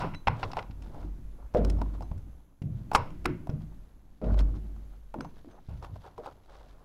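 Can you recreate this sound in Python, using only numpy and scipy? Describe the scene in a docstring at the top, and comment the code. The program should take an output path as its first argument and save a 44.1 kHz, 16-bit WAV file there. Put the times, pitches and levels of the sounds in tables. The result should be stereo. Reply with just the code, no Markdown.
"""Rattling taps, booming thumps and soft scuffs: a hand drives a steel blade along a carpet edge in a room corner.
Taps are clicks and short noise echoes coloured by skirting, walls and struck spot; the steel rings as sines.
Presses shake floorboards and panel as resonant noise; the lowest floor mode booms as a wandering sine.
Filtered noise makes the pile's scuffs, low floor noise and quiet hiss, with a thin electronic whine.
An expander turns the quiet background down between sounds."""
import sys
import numpy as np
from scipy import signal
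from scipy.fft import rfft, irfft, next_fast_len
from scipy.io import wavfile
from scipy.ndimage import map_coordinates

SR = 44100
rng = np.random.default_rng(int(sys.argv[2]) if len(sys.argv) > 2 else 0)


def file_out(sig):
    """Save sig as 16-bit WAV at sys.argv[1]."""
    # one column per channel
    cols = np.atleast_2d(sig).T
    # limit, then scale
    lim = np.clip(cols, -1, 1)
    pcm = np.round(lim * 32767).astype(np.int16)
    wavfile.write(sys.argv[1], SR, pcm)


N = 301996

# floorboard resonances: f/Hz, width/Hz, level/dB
FLOORBOARD_MODES = [(85, 22, 1), (123, 16, -3), (147, 16, -2), (172, 18, -2), (211, 24, -4), (257, 22, -4),
                    (289, 28, -3), (375, 30, -9)]


def amp(db):
    """Amplitude factor of a level in dB."""
    return 10 ** (np.asarray(db) / 20)


def unit(x):
    """Scales x to rms 1."""
    return x / np.sqrt(np.mean(x ** 2) + 1e-20)


def along(points, hz):
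    """Interpolates (f/Hz, value) points on a log-frequency axis."""
    f, v = np.transpose(points)
    return np.interp(np.log(hz + 1), np.log(f + 1), v)


def curves(rows):
    """One value per sample for each column after the time."""
    s, *cols = np.transpose(rows)
    return [np.interp(np.arange(N) / SR, s, c) for c in cols]


def wobble(rate_hz):
    """Smooth random curve, rate_hz knots a second."""
    knots = rng.standard_normal(int(N * rate_hz / SR) + 4)
    return map_coordinates(knots, [np.arange(N) * rate_hz / SR])


def filtered(x, response):
    """x through a complex frequency response."""
    m = next_fast_len(len(x) + 8192)
    spectrum = rfft(x, m) * response(np.fft.rfftfreq(m, 1 / SR))
    return irfft(spectrum, m)[:len(x)]


def body(modes):
    """Causal response of resonances (f/Hz, width/Hz, level/dB), alternating in sign."""
    def response(f):
        total = 0
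        for k, (mode_hz, width_hz, db) in enumerate(modes):
            damping = 1j * f * width_hz
            total = total + (-1) ** k * amp(db) * damping / (mode_hz * mode_hz - f * f + damping)
        return total
    return response


def noise(response, size=N):
    """Coloured noise of rms 1."""
    return unit(filtered(rng.standard_normal(size), response))


def add(track, s, sound):
    """Mixes a sound in at s seconds."""
    part = track[max(round(s * SR), 0):][:len(sound)]
    part += sound[:len(part)]


def background():
    """Soft hiss and one thin electronic whine of wandering pitch and level."""
    # room and circuit noise: f/Hz, density/dB per Hz
    hiss_points = [(59, -36), (100, -0.5), (334, -18.5), (814, -27), (1710, -36.5), (4820, -59),
                   (6090, -33.5), (10100, -46.5), (11300, -33), (15800, -44)]
    hiss = amp(-66.0) * noise(lambda f: amp(along(hiss_points, f)))
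    whine_hz = 11140 + 3.0 * wobble(7.1)
    whine_db = -85 + 1.2 * wobble(8)  # rms
    return hiss + np.sqrt(2) * amp(whine_db) * np.sin(2 * np.pi * np.cumsum(whine_hz) / SR)


def low_background():
    """Very deep rumble and low floor noise, resonant noises that slowly change in level."""
    # low background: t/s, very deep rumble level/dB, low floor noise level/dB
    low_levels = [(0.0, -38, -35.5), (.23, -48, -56.5), (.5, -41, -46.5), (.7, -47, -53),
                  (1.05, -46.5, -47.5), (1.5, -48, -60.5), (1.7, -40.5, -32), (2.0, -45.5, -48.5),
                  (2.56, -55, -62.5), (3.03, -43.5, -46.5), (3.5, -48, -49), (3.9, -49, -61),
                  (4.21, -51.5, -60), (4.4, -44, -37.5), (5.09, -50.5, -68.5), (5.57, -51, -55),
                  (5.87, -59, -64), (6.85, -46, -61)]
    rumble_db, floor_db = curves(low_levels)
    deep_rumble = noise(body([(12.0, 4.2, 0)]))
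    upper_rumble = amp(-11.5) * noise(body([(30, 5.3, 0)]))
    rumble = amp(rumble_db) * (deep_rumble + upper_rumble)

    floor_edge_hz = 254  # floor noise thins out above
    floor = noise(lambda f: body(FLOORBOARD_MODES)(f) / (1 + 1j * f / floor_edge_hz))
    return rumble + amp(floor_db + 2.5 * wobble(25)) * floor


def swells(surface):
    """Short scrapes over the pile: the chosen surface's level rises and falls smoothly."""
    # scrapes: middle t/s, palm level/dB, fibre level/dB, half-span/ms
    scrapes = [(.04, -42.5, -74, 56), (.40, -71, -63, 70), (.45, -53, -67, 19), (0.589, -45.5, -59.5, 47),
               (.86, -67, -71, 105), (0.971, -69, -75, 130), (1.029, -63, -73, 88), (1.42, -61, -85, 113),
               (1.578, -67, -59.5, 40), (1.68, -58, -66, 98), (1.85, -64, -87, 130), (1.95, -57, -67.5, 30),
               (3.621, -64, -67.5, 29), (4.30, -48.5, -72.5, 114), (4.397, -44.5, -51, 39),
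               (4.56, -63.5, -70, 47), (5.379, -68, -71, 65), (5.51, -65, -79, 61), (5.57, -55, -85, 73),
               (5.841, -56, -63.5, 43), (6.062, -49.5, -66.5, 59), (6.22, -72.5, -94, 92),
               (6.267, -45, -62, 61), (6.32, -57, -82, 29), (6.531, -57.5, -66, 89), (6.592, -59, -67, 72),
               (6.681, -68, -70, 110)]
    out = np.zeros(N)
    for middle_s, palm_db, fibre_db, half_ms in scrapes:
        db = palm_db if surface == "palm" else fibre_db
        add(out, middle_s - half_ms / 1000, amp(db) * np.hanning(round(2 * half_ms / 1000 * SR)) ** 2)
    return out


def scuffs():
    """Fibres slip under palm and blade: noise of slowly changing level, short scrapes and flutter."""
    # changing contact with the pile, slow rise and fall: t/s, palm level/dB, fibre level/dB
    contact = [(0.0, -34.5, -43.5), (.11, -88, -100), (.46, -44, -64.5), (.65, -84, -87), (.95, -59.5, -94),
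               (1.4, -88, -101), (1.66, -57, -91.5), (2.1, -70.5, -82.5), (2.67, -75.5, -84),
               (2.8, -70.5, -75.5), (3.0, -88, -99.5), (3.5, -70, -86), (4.27, -75, -77.5),
               (4.4, -53.5, -78), (4.56, -70, -84), (5.38, -78.5, -79.5), (5.47, -69, -73.5),
               (6.85, -62.5, -75)]
    # hand on the pile: f/Hz, density/dB per Hz
    palm_points = [(180, -26.5), (300, -3.5), (500, 4), (800, 2), (1400, -5.5), (2000, -23), (3300, -39.5),
                   (5500, -120)]
    # fibre tips: f/Hz, density/dB per Hz
    fibre_points = [(900, -25), (1500, 3), (2500, -3), (3600, 0), (5300, -6.5), (8000, -15.5),
                    (14000, -25.5)]
    palm_db, fibre_db = curves(contact)

    def slips():
        return amp(1.5 * wobble(40) + 3.5 * wobble(250))

    palm = (amp(palm_db) + swells("palm")) * noise(lambda f: amp(along(palm_points, f)))
    fibre = (amp(fibre_db) + swells("fibre")) * noise(lambda f: amp(along(fibre_points, f)))
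    return slips() * palm + slips() * fibre


def boom():
    """Loads swing the lowest floor mode at their power-weighted mean pitch; weak swings wander more."""
    # loads: start t/s, swell/s, peak level/dB, f/Hz, t60/s
    loads = [(0.0, .03, -44.5, 47, .5), (.265, 0.018, -31, 45.2, .2), (.43, 0.037, -47, 44.65, 0.41),
             (.52, 0.35, -41.5, 46.7, .3), (.96, 0.17, -35, 47.9, 0.27), (1.21, 0.086, -39.5, 48.07, 0.46),
             (1.38, 0.088, -39.5, 48.9, 0.13), (1.529, 0.17, -23.5, 50.45, 1.3),
             (2.21, 0.078, -45.5, 51.3, .8), (2.601, 0.22, -44, 46.26, 0.44),
             (2.94, .025, -41.5, 46.8, .45), (3.09, 0.2, -41, 49.5, 0.54), (3.45, 0.15, -45, 48.26, 3.2),
             (4.22, 0.21, -20.5, 49.67, 0.55), (4.5, 0.19, -38, 50.17, 2.05), (5.45, 0.12, -53.5, 46, 0.19),
             (5.661, 0.049, -43.5, 49.3, 1.9), (6.47, 0.097, -49, 48.76, 3.9)]
    resting_hz, resting_db = 47.88, -67.5  # the mode never quite stops
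    start_s, swell_s, peak_db, mode_hz, t60_s = np.transpose(loads)[:, :, None]
    t = np.arange(N) / SR - start_s
    rise = np.sin(np.pi / 2 * np.clip(t / swell_s, 0, 1))
    decay_db = -60 * np.maximum(t - swell_s, 0) / t60_s
    power = (rise * amp(peak_db + decay_db)) ** 2
    total = power.sum(axis=0) + amp(resting_db) ** 2
    hz = resting_hz + (power * (mode_hz - resting_hz)).sum(axis=0) / total
    db = 10 * np.log10(total)

    loose = np.clip((-30.0 - db) / 15, .1, 1.6)
    db_now = db + 1.0 * loose * wobble(31)
    hz_now = hz + 4.9 * loose * wobble(27)
    return np.sqrt(2) * amp(db_now) * np.sin(2 * np.pi * np.cumsum(hz_now) / SR)


def thumps():
    """A soft blow gives a damped push, then shakes boards and wall panel; the panel dies sooner."""
    # presses: t/s, level/dB, panel level/dB re press, loudest f/Hz, push level/dB re press, t60/s
    presses = [(0.0, -33.5, -24, 160, 10, 0.57), (.275, -27.5, -12, 120, 9.5, 0.41),
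               (0.437, -39.5, -24, 98, 14.5, 0.64), (.574, -44, 3, 129, -7, 0.28),
               (0.7, -40, -31, 82, 16, 0.41), (1.548, -23, 1.5, 220, 10.5, 0.51),
               (1.599, -29.5, -13, 94, 1, 0.5), (2.115, -32.5, -22, 79.7, 15, 0.48),
               (2.618, -29.5, -26.5, 128.4, 12.5, 0.89), (2.953, -32.5, -4.5, 113.3, 13.5, 0.48),
               (3.253, -28, -10, 367, 0, .35), (3.262, -30, -27, 134, 12, 0.48),
               (3.494, -26, -18, 121, 13.5, 0.33), (3.539, -34, -42, 142.5, 0, 0.57),
               (4.216, -32, -3.5, 203.7, 4.5, 0.92), (4.269, -29.5, -15, 90.7, 9, 1),
               (5.141, -38, -5, 280, 1, 0.41), (5.187, -38.5, -7, 183, 15.5, 0.49),
               (5.447, -44.5, -12.5, 373, 13, 0.32), (5.687, -30.5, -27, 90, 10, 0.51),
               (5.898, -39, -26, 97, 9.5, 0.86), (6.185, -50, 13, 307.6, 2, 0.23)]
    # hollow wall panel: f/Hz, width/Hz, level/dB
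    panel_modes = [(455, 92, -1), (623.6, 33, 1), (698.5, 27, -5.5)]
    knock_db = -3  # panel's free ring re its shaken noise
    out, t = np.zeros(N), np.arange(SR) / SR
    for s, db, panel_db, hz, push_db, t60_s in presses:
        boards = noise(lambda f: body(FLOORBOARD_MODES)(f) * body([(hz, .7 * hz, 0)])(f) ** 2, size=SR)
        boards *= amp(-60 * t / t60_s)
        panel = noise(lambda f: body(panel_modes)(f) / (1 + (f / 1400) ** 2), size=SR)
        panel *= amp(panel_db - 60 * t / (0.73 * t60_s))
        knock = sum(amp(level_db - 25 * width_hz * t) * np.sin(2 * np.pi * mode_hz * t)
                    for mode_hz, width_hz, level_db in panel_modes)
        push = amp(push_db - 29 * hz * t) * np.sin(2 * np.pi * hz * t)
        onset = 1 - np.exp(-t / .002)
        add(out, s, amp(db) * (onset * (boards + panel) + amp(panel_db + knock_db) * knock + push))
    return out


def room(blow):
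    """A fresh random tail: each frequency dies at its own speed."""
    # reverberation: f/Hz, t60/s
    decay_points = [(200, 0.36), (1000, 0.3), (3000, .4), (10000, 0.33)]
    hz, t, z = signal.stft(rng.standard_normal(SR // 2), SR, nperseg=256)
    decay = amp(-60 * t / along(decay_points, hz)[:, None])
    tail = signal.istft(z * decay, SR, nperseg=256)[1]
    return signal.fftconvolve(blow, tail / np.linalg.norm(tail))


def taps():
    """Each contact is a click and a few ms of close echoes in the corner; far room and skirting answer."""
    # blade and knuckle contacts: t/s, peak level/dB, middle/dB, treble/dB, air/dB (bands re bass),
    # struck spot f/Hz, rattle/ms, room level/dB re rattle
    contacts = [(.009, -30.5, -8, 6, -21.5, 1000, 14, 8), (.03, -38, -22.5, -17, -27.5, 865, 3.8, 6),
                (.138, -39, 11.5, -14, -8.5, 1090, 8, -19), (.147, -31.5, 4, -1, -7, 534, 4.3, -28),
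                (.272, -12.5, 2, -7, -19, 780, 11, -18), (.281, -11, -6, -1, -23, 970, 4.7, -12.5),
                (.43, -19, -4, 13, -33.5, 840, 14, -26), (.516, -37.5, 2.5, 22, -5.5, 490, 6.8, -20),
                (.533, -27.5, -9, 9, -18.5, 770, 4.1, -6), (.569, -20, -13, -7, -25.5, 805, 9.2, -9),
                (.589, -28, 7, 3, -22.5, 1010, 8.7, -26), (0.626, -38.5, -4, 14, -13, 778, 4.5, -15),
                (0.71, -47, 7.5, 21, -15, 616, 8.9, -15), (.822, -48, 3, 12, 8, 670, 5.8, -17),
                (0.836, -51, -16, -2, -10, 659, 5.5, -20), (.946, -40, -56, -22.5, -22.5, 590, 8.5, 3.5),
                (1.028, -48, -8.5, -8, -9, 720, 6.8, -3), (1.54, -37.5, -21.5, 6.5, -10, 580, 14, -16),
                (1.55, -33, -34.5, -6.5, -16.5, 575, 8, -33), (1.648, -26, -14, 10, -1, 587, 4.6, -40),
                (1.699, -32, 2.5, 12.5, 12, 515, 6.6, -33), (1.787, -39, -28.5, -1.5, -15.5, 840, 8.2, 1),
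                (1.816, -24.5, -25.5, -3.5, -27, 683, 6.5, -24), (2.008, -33, -54, -7.5, -22, 654, 23, -8),
                (2.023, -36.5, -27, 2, -13.5, 697, 7.6, -24), (2.115, -40.5, -23, -12, -19, 648, 6.8, -13),
                (2.178, -53, -2, 7.5, 12.5, 546, 8.9, -15), (2.62, -44.5, 6.5, 13.5, 7.5, 504, 6.8, -9),
                (2.916, -21, -23, -15, -21, 906, 5.4, -6.5), (2.934, -25.5, -24, -1.5, -2, 537, 48, 2),
                (2.949, -6, -8.5, -2, -4.5, 1100, 13, -13.5), (3.104, -44.5, -5.5, 1.5, -6, 956, 4.6, -18),
                (3.245, -44.5, 1.5, 5, 4.5, 505, 6.1, 4), (3.256, -15.5, -4.5, -6.5, -2.5, 1584, 6.1, -13),
                (3.472, -33, -42, -18, -21.5, 665, 7, -30), (3.497, -39.5, -5, 8, -6, 720, 6.2, -3),
                (4.217, -47, -11, 0, -19, 507, 7.7, -16), (4.242, -38, -10, -1, -19, 698, 11, -10),
                (4.343, -37, -12.5, -2, -14.5, 587, 4.3, -16), (4.387, -36, -14, -14, -20, 750, 2.3, -13),
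                (4.404, -36, -11, 6, -10, 501, 3.6, -26), (4.763, -49.5, -23, -6, -9.5, 967, 7, -21),
                (5.142, -26.5, -23, -28, -27.5, 877, 6, -13), (5.207, -30, -12, 5.5, -7, 1450, 5, -10.5),
                (5.247, -35, -22.5, -7, -22, 890, 8.8, -14), (5.691, -46.5, -12, -5, -4.5, 526, 8, 5),
                (5.826, -38, -21.5, -9.5, -16.5, 758, 6.4, -6.5),
                (5.845, -34, -14.5, -26.5, -9, 1070, 6, -11), (5.959, -39, -32.5, -24, -24, 577, 7.3, -26),
                (6.051, -40.5, -20, -16.5, -11.5, 684, 7.6, 1),
                (6.179, -29.5, -27.5, -7, -15, 776, 4.2, -15),
                (6.186, -37.5, -45, -33.5, -20, 679, 10, -15),
                (6.26, -31, -22, -20, -15.5, 890, 5.3, -29.5)]
    # skirting and corner: f/Hz, width/Hz, level/dB
    corner_modes = [(790, 210, -8), (1064, 190, 0), (1423, 150, -3), (2020, 180, 0), (2675, 420, -6.5),
                    (3620, 130, -7.5), (5300, 200, -9), (6300, 290, -13.5), (8580, 320, -24.5)]
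    # skirting ringing on: f/Hz, width/Hz, level/dB
    skirting_modes = [(960, 40, 3), (1390, 50, -2), (2180, 45, 4)]
    click_db = -12  # re echo norm
    spot_db, spot_width = 7, 0.39  # width as share of spot pitch
    skirting_db, skirting_growth = 3, .4  # re room at 0 dB peak; dB per dB of blow
    near, far, t = np.zeros(N), np.zeros(N), np.arange(SR // 20) / SR

    def step(f, edge_hz):
        return 1 / (1 + (edge_hz / (f + 1)) ** 6)

    for s, db, mid_db, treble_db, air_db, spot_hz, ms, room_db in contacts:
        span_s = max(ms, 1) / 1000
        envelope = (1 - np.exp(-t / 0.00054)) * amp(-6 * t / span_s) / (1 + (t / span_s) ** 6)
        echoes = envelope * rng.standard_normal(len(t))
        click = np.exp(-t / .00008)
        spot = body([(spot_hz, spot_width * spot_hz, spot_db)])

        def tilt(f):
            middle = mid_db * step(f, 1400)
            treble = (treble_db - mid_db) * step(f, 4000)
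            air = (air_db - treble_db) * step(f, 6000)
            return amp(middle + treble + air)

        def colour(f):
            corner = body(corner_modes)(f) + amp(-11)
            return corner * (1 + spot(f)) * tilt(f) / (1 + 1j * f / 10000) ** 5

        rattle = filtered(echoes + amp(click_db) * np.linalg.norm(echoes) * click, colour)
        rattle *= amp(db) / np.abs(rattle).max()
        add(near, s, rattle)

        blow = filtered(click, colour)
        tail = room(blow * np.linalg.norm(rattle) / np.linalg.norm(blow))
        wood = amp(skirting_db + skirting_growth * db)
        answer = filtered(tail, lambda f: (1 + wood * body(skirting_modes)(f)) / (1 + 1j * f / 6000))
        add(far, s + .01, amp(room_db) * answer)
    return near, far


def blade():
    """The steel rings in its decaying modes when it leaves the pile."""
    # free blade: t/s, level/dB, modes above 5 kHz/dB re level
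    releases = [(0.1474, -47.5, -20), (1.648, -73, -17), (2.0248, -67.5, -6), (5.2083, -68, 3),
                (5.5094, -82.5, 13.5)]
    # steel modes: f/Hz, level/dB, t60/s
    steel_modes = [(2040, -14, .1), (3978, 0, .17), (6218, 0, .3), (8543, -4, .11)]
    out, t = np.zeros(N), np.arange(SR // 3) / SR
    onset = 1 - np.exp(-t / 0.001)
    for s, db, upper_db in releases:
        for hz, mode_db, t60_s in steel_modes:
            level_db = db + mode_db + upper_db * (hz > 5000)
            add(out, s, amp(level_db - 60 * t / t60_s) * onset * np.sin(2 * np.pi * hz * t))
    return out


def scene():
    """Almost mono: a weak scattered copy of the close echoes differs between the sides, mostly in the treble."""
    # left-right difference: f/Hz, level/dB re close echoes
    spread_points = [(100, -44), (1000, -26), (3000, -19), (6000, -9), (12000, -5)]
    near, far = taps()
    mid = near + far + blade() + thumps() + boom() + low_background() + scuffs() + background()
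    hz, _, z = signal.stft(near, SR, nperseg=256)
    random_phase = np.exp(2j * np.pi * rng.random(z.shape))
    spread = amp(along(spread_points, hz))[:, None]
    side = signal.istft(z * random_phase * spread, SR, nperseg=256)[1][:N]
    return np.array([mid + side, mid - side])


def record(dry):
    """An expander cuts up to 6 dB as smoothed level sinks under -40 dB; then a steep band limit."""
    keep = np.exp(-1 / (.08 * SR))  # 80 ms power average
    power = signal.lfilter([1 - keep], [1, -keep], np.mean(dry, axis=0) ** 2)
    level_db = 10 * np.log10(power + 1e-12)
    gain = amp(np.clip(0.59 * (level_db + 40), -6, 0))
    top_hz = 15800
    return np.array([filtered(c * gain, lambda f: f < top_hz) for c in dry])


dry = scene()
out = record(dry)
file_out(out)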